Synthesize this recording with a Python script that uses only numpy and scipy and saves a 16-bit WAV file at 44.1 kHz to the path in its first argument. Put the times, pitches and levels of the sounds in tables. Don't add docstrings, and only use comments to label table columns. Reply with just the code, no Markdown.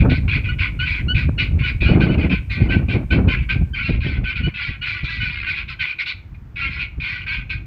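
import sys
import numpy as np
from scipy import signal
from scipy.io import wavfile
from scipy.ndimage import uniform_filter1d, minimum_filter1d

SR = 44100
rng = np.random.default_rng(int(sys.argv[2]) if len(sys.argv) > 2 else 0)


def file_out(sig):
    cols = np.atleast_2d(sig).T
    lim = np.clip(cols, -1, 1)
    pcm = np.round(lim * 32767).astype(np.int16)
    wavfile.write(sys.argv[1], SR, pcm)


N = 337806
T = np.arange(N) / SR

# f/Hz, gain/dB
COUNTRY_EQ = [(100, -2.5), (210, -2), (270, -10), (340, -6), (450, -10), (800, -10.5), (1500, -11),
              (2500, -18), (4000, -29), (6500, -34), (10000, -47), (15000, -39.5)]
HISS_EQ = [(3000, 1), (9500, 1.5), (10500, -4), (12000, 0), (15000, -5.5)]
# t/s, level/dB
HISS_RIDE = [(0, -67), (3.7, -68.5), (3.8, -77), (7.66, -86.5)]
# t/s, rumble/dB (pre-trim)
BREEZE_RIDE = [(0, -12), (.4, -18), (.85, -23.5), (1.2, -22), (1.55, -20), (1.72, -25.5), (3.05, -24),
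               (3.8, -26), (4.4, -27.5), (4.6, -36.5), (5.4, -31), (5.75, -35), (5.95, -47.5), (6.1, -43),
               (6.22, -40.5), (6.7, -31), (7.05, -35), (7.65, -28.5)]
# start/s, length/s, rumble/dB, turbulence/dB (both pre-trim)
GUST_CUES = [ (.01, .15, -17.5, -15.5), (0.217, 0.23, -33, -31.5), (1.004, 0.77, -20, -34.5),
             (1.547, 0.049, -12, -28.5), (1.809, 0.097, -12, -24), (1.879, 0.24, -15.5, -13),
             (2.09, 0.27, -19, -18), (2.561, 0.063, -16, -23), (2.598, 0.27, -18, -23),
             (2.872, 0.19, -26, -25), (3.1, .23, -18, -17.5), (3.33, 0.11, -19, -33),
             (3.489, 0.17, -18.5, -35.5), (3.884, 0.13, -13.5, -29), (4.036, 0.2305, -19.5, -32.5),
             (4.39, 0.11, -16, -39), (4.681, 0.049, -19.5, -30.5), (5.024, 0.039, -22, -33.5),
             (5.16, 0.16, -25.5, -53), (6.144, 0.049, -26.5, -57), (6.315, 0.052, -25, -59),
             (6.641, .08, -25, -36.5), (6.758, 0.097, -29, -51), (6.97, .045, -21, -40)]
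# f/Hz, gain/dB
RUMBLE_EQ = [(12, -29), (25, -34.5), (48, 5), (65, 5), (100, 1.5), (130, -1), (160, -7.5), (220, -15.5),
             (350, -33.5), (700, -54.5), (2000, -83.5)]
TURBULENCE_EQ = [(40, -25), (110, 6.5), (200, 7.5), (320, 3), (450, -9), (650, -13.5), (1000, -22.5),
                 (1500, -23.5), (2500, -43), (5000, -62.5), (9000, -92)]
# t/s, thump/dB, half-width/s, pop/dB (levels pre-trim)
BUFFET_CUES = [(0.054, -25.5, 0.015, -19), (1.293, -7, 0.004, -21.5), (2.336, -10.5, 0.011, -36),
               (2.624, -6.5, 0.015, -45), (2.768, -1.5, 0.0063, -39), (2.959, -12, 0.015, -35),
               (3.565, -13.5, 0.0075, -41), (3.619, -10, .008, -50), (3.901, -9.5, 0.012, -32),
               (4.067, -14.5, 0.0093, -40), (4.41, -19, 0.0059, -48), (4.479, -13.5, 0.012, -47)]
# f/Hz, gain/dB
THUMP_EQ = [(30, -17), (90, 7.5), (160, 4), (320, -9.5), (600, -25.5), (1400, -42), (4000, -80)]
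POP_EQ = [(120, -13.5), (350, 6), (700, -6), (1100, -15.5), (1550, -7.5), (2000, -28), (4000, -57.5)]
# f/Hz, gain/dB
TAIL_EQ = [(2500, 10), (4500, 6.5), (8000, -35.5)]
# start/s, end/s, first pitch/Hz, last pitch/Hz, level/dB
CHURR_CUES = [(2.493, 2.661, 397.4, 376, -37), (4.551, 4.603, 376.8, 396.3, -51),
              (4.668, 4.779, 386.4, 378, -35.5), (4.92, 5.071, 386, 398, -41.5),
              (5.065, 5.248, 399.3, 387.7, -37), (6.691, 6.788, 531, 521.4, -37.5),
              (7.078, 7.24, 395.1, 384.4, -36.5)]
# f/Hz, gain/dB
CHURR_EQ = [(800, -29.5), (1200, -7.5), (1570, 0), (1950, 1), (2350, -2.5), (2750, -20.5),
            (3150, -13.5), (3520, -3), (3900, -14), (4250, -9), (5100, -35)]
# start/s, end/s, first pitch/Hz, last pitch/Hz, fundamental/dB, octave/dB (pre-trim)
SHRILL_CUES = [(0.092,0.176,1458,1540,-34,-44), (0.284,0.307,1360,1450,-35,-26),
               (0.488,0.514,1428,1475,-24.5,-28), (0.59,0.65,1520,1464,-41,-34.5),
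               (0.791,0.854,1414,1555,-25.5,-26), (1.083,1.131,1421,1520,-26.5,-21),
               (1.379,1.428,1410,1471,-32,-23), (1.634,1.674,1480,1466,-29,-29),
               (1.861,1.911,1396,1498,-28.5,-27.5), (2.013,2.058,1542,1530,-26.5,-35),
               (2.086,2.133,1480,1523,-37.5,-32), (2.688,2.713,1470,1473,-36,-31),
               (2.704,2.768,1567,1524,-24,-41.5), (2.895,2.93,1547,1600,-33,-35),
               (3.107,3.15,1510,1532,-23.5,-29.5), (3.285,3.334,1494,1536,-30.5,-30.5),
               (3.491,3.527,1546,1560,-24.5,-33.5), (3.735,3.761,1545,1538,-30,-28),
               (3.796,3.827,1474,1470,-31,-34), (3.84,3.883,1364,1377,-40,-26),
               (4.252,4.326,1484,1550,-31,-34.5), (4.355,4.392,1429,1415,-34.5,-44.5),
               (4.433,4.478,1439,1504,-34.5,-27.5), (4.597,4.679,1430,1385,-36,-45),
               (4.814,4.854,1439,1465,-34,-28), (4.869,4.912,1399,1410,-36,-37),
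               (5.202,5.251,1483,1485,-29,-29.5), (5.466,5.511,1504,1522,-27.5,-40),
               (5.792,5.833,1569,1497,-30,-31.5), (6.064,6.102,1398,1502,-38.5,-31.5),
               (6.614,6.667,1345,1409,-31,-27.5), (6.792,6.857,1420,1409,-38.5,-35),
               (7.263,7.336,1550,1575,-33.5,-50), (7.499,7.561,1523,1584,-35,-59)]
# f/Hz, gain/dB
SHRILL_EQ = [(3200, .5), (4300, -1), (4800, -9), (6000, -27)]
# start/s, length/s, swell/s, level/dB, fade by the end/dB, treble against body/dB,
# pulse rate/Hz, roughness/0-1
RASP_CUES = [ (0.0, 0.039, 0.0093, -26, 11, -17, 270.6, 0.84),
             (0.095, 0.097, 0.012, -25.5, 7.5, -9.5, 264.6, 0.75),
             (.279, .13, 0.077, -20.5, 18.5, -16, 259.8, 0.79),
             (0.438, .11, 0.016, -28, 10, -21.5, 249.9, 0.74),
             (0.585, 0.12, .055, -20, 16.5, -17, 249.3, 0.68), (.793, .072, .018, -26.5, 5, -15, 300, 0.72),
             (0.857, 0.16, 0.023, -21.5, 9.5, -16, 322.3, 0.79),
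             (1.145, 0.13, 0.029, -21.5, 18, -14.5, 310.4, .75),
             (1.383, 0.11, 0.023, -19, 23, -13, 290.6, 0.68),
             (1.586, 0.061, 0.018, -29.5, 0.5, -19, 278.8, 0.66),
             (1.635, .105, .055, -21.5, 24, -14.5, 280, .72),
             (1.806, 0.17, .014, -22, 13.5, -14, 274.4, .7),
             (2.001, 0.097, 0.0093, -23.5, 15.5, -13.5, 265, 0.69),
             (2.102, 0.057, 0.049, -30, 7, -15.5, 259.7, 0.54),
             (2.178, .11, 0.068, -27.5, 15, -19, 254, 0.69),
             (2.296, 0.1, 0.032, -22, 15, -16.5, 259.2, 0.66), (2.499, .1, 0.012, -27, 6.5, -11, 301, 0.44),
             (2.58, .1, .03, -33, 5.5, -16, 299, 0.49), (2.698, 0.11, 0.029, -22.5, 19, -17.5, 379.5, 0.63),
             (2.884, .11, 0.048, -25, 19.5, -15, 380.8, .63),
             (3.103, 0.097, 0.024, -21.5, 21.5, -15.5, 379, 0.63),
             (3.279, 0.083, 0.071, -21, 9, -16.5, 344.4, .6),
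             (3.363, 0.098, 0.011, -32, 8.5, -26.5, 329.9, .6),
             (3.49, 0.098, 0.018, -19.5, 28.5, -16, 308.4, 0.62),
             (3.745, 0.099, 0.037, -24, 2, -21, 285.3, 0.57), (3.83, .155, .04, -27, 13.5, -12.5, 271, .45),
             (4.003, .19, 0.061, -28.5, 8, -13.5, 259.2, 0.56),
             (4.237, 0.032, 0.0097, -30.5, 0, -18, 244.9, .6),
             (4.257, .092, 0.046, -23.5, 14, -17.5, 246.7, 0.68),
             (4.353, .075, 0.014, -25, 14, -14.5, 241.6, 0.65),
             (4.427, 0.08, 0.053, -31.5, 5.5, -19, 261.7, .55),
             (4.54, 0.23, 0.1, -25, 15.5, -13, 282.3, .45),
             (4.819, 0.23, .076, -23.5, 14, -13.5, 289.4, .55), (5.039, 0.18, 0.011, -28, 5, -8, 325, 0.47),
             (5.206, 0.13, .026, -23.5, 6.5, -14, 296, .5), (5.3, .17, 0.023, -30, 0.5, -14, 235.6, 0.36),
             (5.463, 0.097, 0.044, -21.5, 8.5, -14.5, 299.2, 0.65),
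             (5.549, 0.093, .035, -25, 11.5, -13, 277.5, 0.64),
             (5.679, 0.072, .015, -30.5, 6, -9.5, 260.3, 0.64),
             (5.795, 0.073, .02, -21.5, 1, -13.5, 298.6, 0.65),
             (5.853, 0.096, 0.061, -24.5, 21, -16.5, 296.1, .6),
             (5.985, 0.061, .022, -20.5, 12, -13.5, 296.6, 0.73),
             (6.057, .078, 0.046, -25, 8, -5.5, 288.8, 0.8),
             (6.343, 0.027, 0.0044, -48, 12, -18, 280, 0.53), (6.558, 0.14, .105, -23.5, 4, -16, 276, 0.43),
             (6.7, .1, 0.028, -31, 0, -13, 284.7, .45), (6.788, .088, 0.035, -23.5, 17, -15, 283.7, 0.59),
             (7, .25, 0.054, -25, 11.5, -14.5, 299.1, 0.66),
             (7.265, .17, 0.056, -22.5, 17, -15.5, 312.8, .5), (7.495, 0.099, .014, -24, 24, -14, 310, .48)]
# f/Hz, gain/dB
THROAT_EQ = [(500, -43.5), (850, -28.5), (1000, -15.5), (1250, -18.5), (1480, -2), (1720, -13.5),
             (2050, -4), (2400, 2), (2750, -6), (3200, -12.5), (3700, -20), (4500, -28.5), (6000, -55.5)]
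BEAK_EQ = [(2000, -28.5), (3000, -3.5), (3500, 8), (3900, 6.5), (4250, 2.5), (4700, -4.5), (5200, -10),
           (5800, -20.5), (6500, -25.5), (8500, -29), (11000, -45)]


def gain_of(db):
    return 10 ** (np.asarray(db) / 20)


def evened(x):
    return x / np.sqrt(np.mean(x ** 2) + 1e-20)


def steadied(x, size):
    return x / np.sqrt(abs(uniform_filter1d(uniform_filter1d(x ** 2, size), size)) + 1e-12)


def colour(x, eq):
    hz, db = np.transpose(eq)
    size = 8192
    bin_hz = abs(np.fft.fftfreq(size, 1 / SR))
    log_gain = np.log(gain_of(np.interp(np.log(bin_hz + 1), np.log(hz), db)))
    ring = np.fft.ifft(np.exp(np.conj(signal.hilbert(log_gain)))).real
    return signal.oaconvolve(x, ring[:size // 2])[:len(x)]


def noise():
    return rng.standard_normal(N)


def wander(hz):
    return evened(signal.sosfilt(signal.butter(2, hz, fs=SR, output="sos"), noise()))


def resonate(x, hz, width_hz):
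    turn = np.exp(2j * np.pi * np.cumsum(np.broadcast_to(hz, len(x))) / SR)
    pole = np.exp(-np.pi * width_hz / SR)
    return 2 * (turn * signal.lfilter([1 - pole], [1, -pole], x / turn)).real


def fader(ride):
    return gain_of(np.interp(T, *np.transpose(ride)))


def gate(start, end, rise, fall):
    at = np.arange(max(int(start * SR), 0), min(int(end * SR), N))
    return at, np.clip((T[at] - start) / rise, 0, 1) * np.clip((end - T[at]) / fall, 0, 1)


def country_air(wash_db=-56, hum_db=-62, whine_db=-85, hum_hz=340, whine_hz=13820):
    hum = evened(resonate(resonate(noise(), hum_hz, width_hz=14), hum_hz, width_hz=28))
    hiss = fader(HISS_RIDE) * evened(colour(noise(), HISS_EQ))
    whine = evened(resonate(noise(), whine_hz, width_hz=200))
    wash = evened(colour(noise(), COUNTRY_EQ))
    return gain_of(wash_db) * wash + hiss + gain_of(whine_db) * whine + gain_of(hum_db) * hum


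def wind_envelopes(rumble_sag_db=.5, turbulence_sag_db=2.5):
    rumble = fader(BREEZE_RIDE)
    turbulence = np.hypot(rumble * gain_of(-20.5), gain_of(-60))
    for start, length, rumble_db, turbulence_db in GUST_CUES:
        at, edges = gate(start, start + length, rise=.011, fall=.023)
        share = np.linspace(0, 1, len(at))
        rumble[at] = np.hypot(rumble[at], edges * gain_of(rumble_db - rumble_sag_db * share))
        burst = edges ** 2 * gain_of(turbulence_db - turbulence_sag_db * share)
        turbulence[at] = np.hypot(turbulence[at], burst)
    return rumble, turbulence


def wind(rumble_trim_db=-2, turbulence_trim_db=-1, flutter_db=3.5, flap_db=5):
    rumble, turbulence = wind_envelopes()
    flow = steadied(colour(noise(), RUMBLE_EQ), size=1500) * gain_of(flutter_db * wander(21))
    flaps = gain_of(flap_db * np.tanh(wander(35)))
    gust = steadied(colour(noise(), TURBULENCE_EQ), size=900) * flaps
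    return gain_of(rumble_trim_db) * rumble * flow + gain_of(turbulence_trim_db) * turbulence * gust


def buffets(thump_trim_db=-2):
    thump = steadied(colour(noise(), THUMP_EQ), size=500)
    pop = steadied(colour(noise(), POP_EQ), size=300)
    blows = [np.exp(-((T - time) / half_width) ** 2) for time, _, half_width, _ in BUFFET_CUES]
    _, thump_db, _, pop_db = np.transpose(BUFFET_CUES)
    return (gain_of(thump_db + thump_trim_db) @ blows) * thump + (gain_of(pop_db) @ blows) * pop


def field(calls, near_db=-9, near_t60=.22, far_db=-22, far_t60=.39):
    t = T[:SR]
    near, far = rng.standard_normal((2, SR)) * (rng.random((2, SR)) < 2000 / SR) * (t > .002)
    near = near * gain_of(-60 * t / near_t60)
    far = colour(far * gain_of(-60 * t / far_t60), TAIL_EQ)
    echoes = gain_of(near_db) * near / np.linalg.norm(near) + gain_of(far_db) * far / np.linalg.norm(far)
    return calls + signal.oaconvolve(calls, echoes)[:N]


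def churr():
    shake, out = 1 + .006 * wander(120), np.zeros(N)
    for start, end, first_hz, last_hz, db in CHURR_CUES:
        at, edges = gate(start, end, rise=.013, fall=.089)
        turns = np.cumsum(np.linspace(first_hz, last_hz, len(at)) * shake[at]) / SR
        pulses = sum(np.cos(2 * np.pi * k * turns) for k in range(2, 14))
        voice = colour(pulses, CHURR_EQ)
        voice += 2 * resonate(voice, np.linspace(2350, 1800, len(at)), width_hz=300)
        out[at] += gain_of(db) * edges * evened(voice)
    return out


def shrill(bend=.009, jitter=.0042, arch=.0065, flutter_db=.97, trim_db=-1):
    shake = 1 + bend * wander(25) + jitter * wander(300)
    flutter = gain_of(flutter_db * wander(130))
    out = np.zeros(N)
    for start, end, first_hz, last_hz, fundamental_db, octave_db in SHRILL_CUES:
        at, edges = gate(start - .002, end + .002, rise=.006, fall=.014)
        bow = 1 + arch * (.5 - 2 * np.linspace(-1, 1, len(at)) ** 2)
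        hz = np.linspace(first_hz, last_hz, len(at)) * bow * shake[at]
        phase = 2 * np.pi * np.cumsum(hz) / SR
        overtones = sum(gain_of(db) * np.sin(k * phase) for k, db in [(2, 0), (3, -14), (4, -19)])
        tone = gain_of(fundamental_db) * np.sin(phase) + gain_of(octave_db) * overtones
        out[at] += edges * flutter[at] * tone
    return gain_of(trim_db) * colour(out, SHRILL_EQ)


def rattle(start=5.31, end=5.465, beat_hz=70, depth=.55):
    at, edges = gate(start, end, rise=.023, fall=.01)
    chop = np.ones(N)
    chop[at] += depth * edges * np.sin(2 * np.pi * beat_hz * T[at] + .5 * wander(30)[at])
    return chop


def rasp_envelopes(swell_db=6, shut_beak_db=-3.5, dulling_db=5.5, pulse_sag=.07):
    progress, level, bright, pulse_hz, rough = np.zeros((5, N))
    for start, length, swell, db, fade_db, treble_db, mid_call_hz, roughness in RASP_CUES:
        at, edges = gate(start - .002, start + length + .008, rise=.006, fall=.018)
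        t, share = T[at] - start, np.linspace(0, 1, len(at))
        to_peak = np.clip(1 - t / swell, 0, 1)
        past_peak = np.maximum(t - swell, 0) / max(length - swell, .006)
        shape_db = -swell_db * to_peak ** 1.6 - fade_db * past_peak ** 1.34
        level[at] = np.maximum(level[at], edges * gain_of(db + shape_db))
        beak_db = shut_beak_db * (2 * share - 1) ** 2
        bright[at] = gain_of(treble_db + beak_db + dulling_db * (.5 - share))
        progress[at] = share
        rough[at[0]:], pulse_hz[at[0]:] = roughness, mid_call_hz
        pulse_hz[at] *= 1 + pulse_sag * (.5 - share)
    return uniform_filter1d(progress, size=400), level, uniform_filter1d(bright, size=400), pulse_hz, rough


def rasp(jitter=.1, uneven_db=3, puff_turns=.24, throat_sag=.16):
    progress, level, bright, pulse_hz, rough = rasp_envelopes()
    turns = np.cumsum(pulse_hz * np.exp(jitter * rough ** 2 * wander(90))) / SR
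    overtones = sum(gain_of(5 * wander(25)) * np.cos(2 * np.pi * (k * turns + rng.random()))
                    for k in range(2, 23))
    puffs = (.09 + np.exp(-(turns % 1) / puff_turns)) * noise()
    drive = evened(overtones) + np.clip(2 * rough, 0, 1) * evened(puffs)
    throat_hz = 2520 * (1 - throat_sag * progress) * (1 + .03 * wander(12))
    beak_hz = 3100 + 1250 * np.sqrt(abs(np.sin(np.pi * progress)))
    body = colour(drive * gain_of(uneven_db * wander(140)), THROAT_EQ)
    body += gain_of(5) * resonate(body, throat_hz, width_hz=300)
    treble = colour(drive, BEAK_EQ)
    treble += gain_of(6) * resonate(treble, beak_hz, width_hz=900)
    return level * (steadied(body, size=500) + bright * steadied(treble, size=500))


def scene():
    birds = rasp() * rattle() + shrill() + churr()
    return (field(birds) + wind() + buffets() + country_air())[None]


def record(dry):
    needed_gain = 1 / np.maximum(abs(dry), 1)
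    limited = dry * uniform_filter1d(minimum_filter1d(needed_gain, size=401), size=201)
    high_cut = signal.firwin(511, 15700, window=("kaiser", 9), fs=SR)
    return signal.oaconvolve(limited, high_cut[None], "same")


dry = scene()
out = record(dry)
file_out(out)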